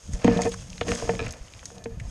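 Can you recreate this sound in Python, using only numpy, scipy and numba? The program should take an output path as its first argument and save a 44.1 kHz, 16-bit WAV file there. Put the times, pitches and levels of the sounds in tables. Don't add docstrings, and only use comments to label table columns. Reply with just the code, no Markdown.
import sys
import numpy as np
from scipy import signal
from scipy.fft import rfft, irfft
from scipy.io import wavfile
from numba import njit

SR = 44100
rng = np.random.default_rng(int(sys.argv[2]) if len(sys.argv) > 2 else 0)


def linear_from_db(decibels):
    return 10 ** (np.asarray(decibels, float) / 20)


def materialize(psi):
    bounded = np.clip(np.atleast_2d(psi).T, -1, 1)
    quanta = np.round(bounded * 32767).astype(np.int16)
    wavfile.write(sys.argv[1], SR, quanta)


N = 92610


def rms_one(x):
    return x / np.sqrt(np.mean(x ** 2) + 1e-20)


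def in_time(rows):
    s, *columns = np.transpose(rows)
    return [np.interp(np.arange(N) / SR, s, column) for column in columns]


def colour(x, points):
    hz, db = np.transpose(points)
    log_hz = np.log(np.maximum(np.fft.rfftfreq(N, 1 / SR), 1))
    knots_hz = [hz[0] / 2, *hz, hz[-1] * 2]
    shape_db = np.interp(log_hz, np.log(knots_hz), [db[0] - 40, *db, db[-1] - 40])
    return rms_one(irfft(rfft(x) * linear_from_db(shape_db), N))


def band(x, low_hz, high_hz):
    return signal.sosfilt(signal.butter(2, [low_hz, high_hz], "band", fs=SR, output="sos"), x)


def drift(rate_hz):
    r = np.exp(-2 * np.pi * rate_hz / SR)
    return rms_one(signal.lfilter([1], [1, -2 * r, r * r], rng.standard_normal(N + SR))[SR:])


def grains(per_s, spread_db):
    chance, size, side = rng.random((3, N))
    size_db = spread_db * np.minimum(-np.log(size + 1e-9), 4)
    return (chance < per_s / SR) * linear_from_db(size_db) * np.sign(side - .5)


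def ring(x, hz, t60_s):
    r, w = linear_from_db(-60 / (t60_s * SR)), 2 * np.pi * hz / SR
    return signal.lfilter([0, np.sin(w)], [1, -2 * r * np.cos(w), r * r], x + 1e-18)


@njit
def ring_held(x, r, w):
    out = np.zeros(len(x))
    for i in range(2, len(x)):
        out[i] = np.sin(w[i]) * x[i - 1] + 2 * r[i] * np.cos(w[i]) * out[i - 1] - r[i] * r[i] * out[i - 2]
    return out


def burst(s, db, t60_s, low_hz, high_hz):
    lift_db, crack = 2.5, 6.16
    t, i = np.arange(3000) / SR, int(s * SR)
    crumble = rng.standard_normal(len(t)) * linear_from_db(-60 * t / t60_s)
    crumble[0] = crack
    noise = band(crumble, low_hz, high_hz)
    out = np.zeros(N + SR)
    out[i:i + len(t)] = linear_from_db(db + lift_db) * noise / np.abs(noise).max() / 2
    return out[:N]


def air():
    # frequency in Hz, density in dB per Hz.
    air_spectrum = [(150, -28), (260, -1.5), (395, -5.5), (4210, -17), (6500, -15.5), (12700, -28.5),
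                    (14300, -41)]
    level_db = -59 + 0.54 * drift(15)
    return linear_from_db(level_db) * colour(rng.standard_normal(N), air_spectrum)


def hand():
    # time in seconds, level in dB.
    shake = [(0, -66), (.08, -43), (.13, -26), (.2, -46), (.3, -36), (.47, -35), (.65, -44), (.78, -46.5),
             (.88, -37), (1.0, -44), (1.1, -35), (1.25, -39), (1.38, -48.5), (1.5, -53.5), (1.75, -52.5),
             (1.93, -49), (2.0, -40), (2.1, -42)]
    # start in seconds, peak in dB, length in seconds, direction (+1 push, -1 pull).
    thumps = [(0.091, -22.5, 0.0034, -1), (0.113, -21.5, 0.0075, -1), (0.140, -16.5, 0.01, -1),
              (0.159, -25, 0.013, -1), (1.409, -26, 0.012, 1), (1.918, -24.5, 0.0096, 1),
              (1.9715, -21.5, 0.0051, -1), (1.987, -28, 0.0086, -1), (2.002, -29, 0.0072, -1),
              (2.049, -21, 0.0082, 1), (2.074, -28, 0.011, -1)]
    lump_db, low_hz, top_hz = 3.5, 27, 117.3
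    shake_db, = in_time(shake)
    white = rng.standard_normal(N + SR)
    rumble = rms_one(band(band(white, low_hz, top_hz), 2.6, 277)[SR:])
    out = linear_from_db(shake_db - 1 + lump_db * drift(5.4)) * rumble
    t = np.arange(N) / SR
    for s, peak_db, length_s, direction in thumps:
        u = np.clip((t - s) / length_s, 0, 2)
        pulse = np.sin(np.pi * u) * np.sin(np.pi * u / 2) * np.exp(-.6 * u)
        out += np.sign(direction) * linear_from_db(peak_db) * pulse
    return out


def squeeze():
    # time in seconds, loss of upper modes in dB, loss of low modes in dB.
    grips = [(0.267, 14, 2), (.31, -6, -4.5), (0.353, 9, 10), (.41, -3, 0.5), (0.456, 3, 2.5),
             (0.504, 13, 0.5), (0.825, 7.5, 19), (0.932, 9, 6), (1.0, 5, 5), (1.066, 20, 10),
             (1.131, 8, -5), (1.165, 8, -2), (1.252, 11, 2)]
    width_s = 0.004
    t = np.arange(N) / SR
    bumps = np.array([np.exp(-.5 * ((t - s) / width_s) ** 2) for s, *loss in grips])
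    bumps /= width_s * SR * np.sqrt(2 * np.pi)
    return np.maximum(np.transpose(grips)[1:], 0) @ bumps


def pole():
    # frequency in Hz, level in dB, t60 in seconds.
    modes = [(113.2, -13, 0.32), (182.8, -8.5, 0.52), (233.8, 1.5, 0.19), (284, 1, 0.1), (462.9, -3, 0.23),
             (449, -16.5, 0.23), (620, -6.5, 0.029), (721, -8.5, 0.05), (898, -16.5, 0.071),
             (1040, -11.5, 0.021), (1253, -19, 0.037), (1754, -14, 0.056), (2020, -22.5, 0.044),
             (2460, -13, 0.028)]
    # time in seconds, peak in dB, low end relative in dB, top end relative in dB.
    jolts = [(0.244, -9.5, -1.5, 2), (0.278, -11.5, -1, 8), (0.348, -27, -12, -4), (0.364, -20, -22, -26),
             (0.389, -20, -22, 12), (0.417, -31.5, -18, 13), (0.44, -40, -16, 15), (0.45, -25.5, 2, 8),
             (0.461, -15.5, -31, 3.5), (0.472, -15.5, -21, -5), (0.513, -33, -17, -28),
             (0.812, -18, -11.5, 9.5), (0.868, -36.5, -16, 12), (0.882, -20, -14, -6),
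             (0.899, -24, -9.5, -16), (0.92, -22, -22, 4.5), (1.022, -25.5, -26, 11.5),
             (1.091, -11.5, -56, 6.5), (1.135, -24, -14, 4), (1.194, -27.5, -14, 10),
             (1.206, -22.5, -12.5, -2), (1.2169, -23, -10.5, -2), (1.262, -37.5, -0.5, 11),
             (1.715, -39, -14, -3), (1.765, -38.5, -25, 0), (1.8572, -22, -13, 1.5)]
    # time in seconds, level in dB, hum and top end relative in dB.
    rub = [(0, -67.5, 3, -2), (.16, -49, 16, 10.5), (.2, -65, -3, 23), (.25, -39, 11, 18),
           (.38, -24.5, -2, 5), (.44, -41, 8, 18), (.47, -41.5, 6, 24.5), (.51, -84, 3, -18),
           (.68, -61, 12, 13), (.79, -48.5, 5.5, -5), (.9, -31.5, 2, 8.5), (.98, -38.5, -3, 5),
           (1.07, -38.5, 5, 10.5), (1.215, -41, -6.5, 6), (1.36, -55, 1.5, 17), (1.42, -78, 7, 16.5),
           (1.75, -55, 6.5, 14.5), (1.85, -68.5, 15, 26)]
    # time in seconds, level in dB.
    plucks = [
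        (.246, -8.5),
        (.362, -12),
        (0.469, -21),
        (.885, -26),
        (1.096, -22),
    ]
    hum_hz, low_end_hz, top_end_hz, thin_hz = 200, 330, 560, 1200
    jolt_lift_db, jolt_spread_db, jolt_cut_hz = -2, 1.5, 603
    hum_jolt_db, thin_jolt_db = -6.5, -1
    rubs_per_s, rub_spread_db, rub_body_db, thin_rub_db = 700, 5, -7, 4.5
    wobble, wobble_hz = 0.01, 7

    s, jolt_db, low_db, top_db = np.transpose(jolts)
    rub_db, rub_hum_db, rub_top_db = in_time(rub)
    rubs = [rms_one(grains(rubs_per_s, rub_spread_db)) * linear_from_db(rub_db - 25 + 0.28 * drift(34))
            for side in range(2)]
    chance = rng.standard_normal((len(s), len(modes)))
    upper_loss_db, low_loss_db = squeeze()
    wander = 1 + wobble * drift(wobble_hz)
    out, sign, last_hz = np.zeros(N), 1, 1
    for k, (hz, mode_db, t60_s) in enumerate(modes):
        low, top = 150 < hz < low_end_hz, hz > top_end_hz
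        hum, thin = low and hz < hum_hz, hz > thin_hz
        if hz < hum_hz:
            share_db = rub_hum_db
        elif low:
            share_db = rub_body_db
        else:
            share_db = top * rub_top_db + thin * thin_rub_db
        drive = rubs[k % 2] * linear_from_db(share_db)
        hit_db = jolt_db + jolt_lift_db + low * low_db + top * top_db
        hit_db = hit_db + hum * hum_jolt_db + thin * thin_jolt_db + jolt_spread_db * chance[:, k]
        drive[(s * SR).astype(int)] -= linear_from_db(hit_db)
        for pluck_s, pluck_db in plucks:
            drive[int(pluck_s * SR)] += hum * linear_from_db(pluck_db)
        if hz > 1.1 * last_hz:
            sign = -sign
        last_hz = hz
        loss_db = low_loss_db if hz < low_end_hz else upper_loss_db
        decay = linear_from_db(-60 / (t60_s * SR) - loss_db)
        out += sign * linear_from_db(mode_db) * ring_held(drive, decay, 2 * np.pi * hz / SR * wander)
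    return signal.lfilter(*signal.butter(1, jolt_cut_hz, fs=SR), out)


def plate():
    # time in seconds, level in dB.
    cracks = [
        (1.193, -24),
        (1.203, -26),
        (1.213, -35.5),
        (1.226, -33.5),
        (1.237, -38.5),
    ]
    # frequency in Hz, level in dB, t60 in seconds.
    plate_modes = [(2434, 6.5, 0.019), (3970, -2, 0.0079), (1693, -1, 0.031), (5170, -5, 0.008),
                   (1327, -3, 0.033)]
    s, db = np.transpose(cracks)
    clicks = np.zeros(N)
    clicks[(s * SR).astype(int)] = linear_from_db(db - 4.5)
    out = np.zeros(N)
    for k, (hz, mode_db, t60_s) in enumerate(plate_modes):
        out += (-1) ** k * linear_from_db(mode_db) * ring(clicks, hz, t60_s)
    return out


def snaps():
    # time in seconds, dull peak in dB, bright relative in dB, dull pitch in octaves above 1 kHz.
    breaks = [(0.1343, -34, 11, 0.89), (0.2451, -19, 0, 1.35), (0.2777, -15, -17, 0.98),
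              (0.373, -25.5, -3, 1.9), (0.4184, -21, 8.5, 0.97), (0.4605, -26, -28, 0.79),
              (0.5187, -27, -0.5, 1.76), (0.5407, -26.5, 2.5, 0.4), (0.8109, -15.5, -12.5, 1.38),
              (0.812, -19, -39, 0.4), (0.822, -47, -29, 1.5), (0.8294, -30.5, -21, 1.6),
              (0.872, -43, 9, 1.3), (0.8897, -23, -5, 0.96), (0.9182, -24, 1, 0.79), (0.951, -28, 9.5, 2.2),
              (1.092, -18.5, -16, 0.9), (1.265, -25.5, -22, 1.1), (1.2805, -37.5, 9, 1.4),
              (1.2913, -31.5, -4, 1.9), (1.3084, -45.5, 24, 1.0), (1.6557, -37, 19, 0.98),
              (1.8403, -31.5, 2.5, 2.13), (1.858, -28.5, -25, 0.97), (1.9992, -30, -1.5, 1.03)]
    # time in seconds, peak in dB, pitch in Hz.
    ticks = [(0.323, -23, 1980), (.410, -22, 5400), (.435, -17.5, 2800), (.493, -21, 8500),
             (.521, -35, 1300), (0.598, -33, 3565), (.702, -24.5, 4900), (0.7303, -26.5, 2950),
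             (.780, -25.5, 2780), (.854, -48, 5420), (0.883, -20, 2500), (0.907, -17, 6600),
             (.918, -11.5, 1900), (.959, -25, 1500), (0.973, -29, 3500), (0.982, -35, 1600),
             (1, -22.5, 1300), (1.0164, -43, 6420), (1.034, -37, 2800), (1.1464, -32, 6580),
             (1.152, -25, 2060), (1.2632, -25, 6430), (1.269, -32, 2200), (1.324, -20, 8500),
             (1.337, -27.5, 2160), (1.482, -35, 2560), (1.537, -29.5, 2970), (1.593, -32.5, 2600),
             (1.63, -31.5, 1110), (1.703, -33.5, 1280), (1.782, -29, 3930)]
    tick_s, tick_ratio = 0.0099, 2 ** 0.59
    snap_s, snap_ratio = 0.032, 2 ** 0.35
    out = np.zeros(N)
    for s, db, hz in ticks:
        out += burst(s, db, tick_s, hz / tick_ratio, hz * tick_ratio)
    for s, db, bright_db, octave in breaks:
        hz = 1000 * 2 ** octave
        out += burst(s, db, snap_s, hz / snap_ratio, hz * snap_ratio)
        out += burst(s, db + bright_db, snap_s, 4660, 8500)
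    return signal.lfilter(*signal.butter(2, 8000, fs=SR), out)


def crunch():
    # time in seconds, bright crunch in dB, dull crunch relative in dB.
    tread = [(0, -60.5, -4), (.13, -51.5, -8), (.27, -57, 19.5), (.40, -51.5, 6.5), (.43, -44.5, 2),
             (.56, -51, -1.5), (.62, -54, -3), (.83, -56.5, 0.5), (.89, -42.5, 4), (.96, -43, 2),
             (1.1, -49.5, 2.5), (1.18, -53.5, -0.5), (1.27, -60, 16.5), (1.36, -62, 4), (1.63, -59, 1),
             (1.68, -53.5, -18), (1.93, -79.5, 5), (2.08, -56.5, -2)]
    # frequency in Hz, density in dB per Hz.
    bright_spectrum = [(3300, -7.5), (4200, -18), (5200, -6), (7500, -9), (9600, -14), (11000, -32),
                       (13200, -30), (14300, -44)]
    # frequency in Hz, density in dB per Hz.
    dull_spectrum = [(500, -3.5), (900, -11.5), (1700, -12.5), (2600, -13), (3600, -24.5), (5000, -17)]
    grains_per_s, spread_db, clump_db = 2000, 1, 1.5
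    bright_db, dull_db = in_time(tread)
    clump = linear_from_db(bright_db + clump_db * drift(24))
    shared = grains(grains_per_s, spread_db)
    bright = colour(shared, bright_spectrum)
    dull = colour(shared + grains(grains_per_s, spread_db), dull_spectrum)
    return clump * (bright + dull * linear_from_db(dull_db + 2 * drift(57)))


def scene():
    return (air() + hand() + pole() + plate() + snaps() + crunch())[None]


def top_cut(x):
    return signal.sosfilt(signal.butter(12, 14700, fs=SR, output="sos"), x)


def record(dry):
    port_hz, port_width_hz, port_db, cutoff_hz = 6517, 225, 7.5, 14600
    r, w = np.exp(-np.pi * port_width_hz / SR), 2 * np.pi * port_hz / SR
    port = signal.lfilter([(1 - r * r) / 2, 0, (r * r - 1) / 2], [1, -2 * r * np.cos(w), r * r], dry)
    low_pass = signal.cheby2(10, 60, cutoff_hz, fs=SR, output="sos")
    return top_cut(signal.sosfilt(low_pass, dry + linear_from_db(port_db) * port))


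dry = scene()
out = record(dry)
materialize(out)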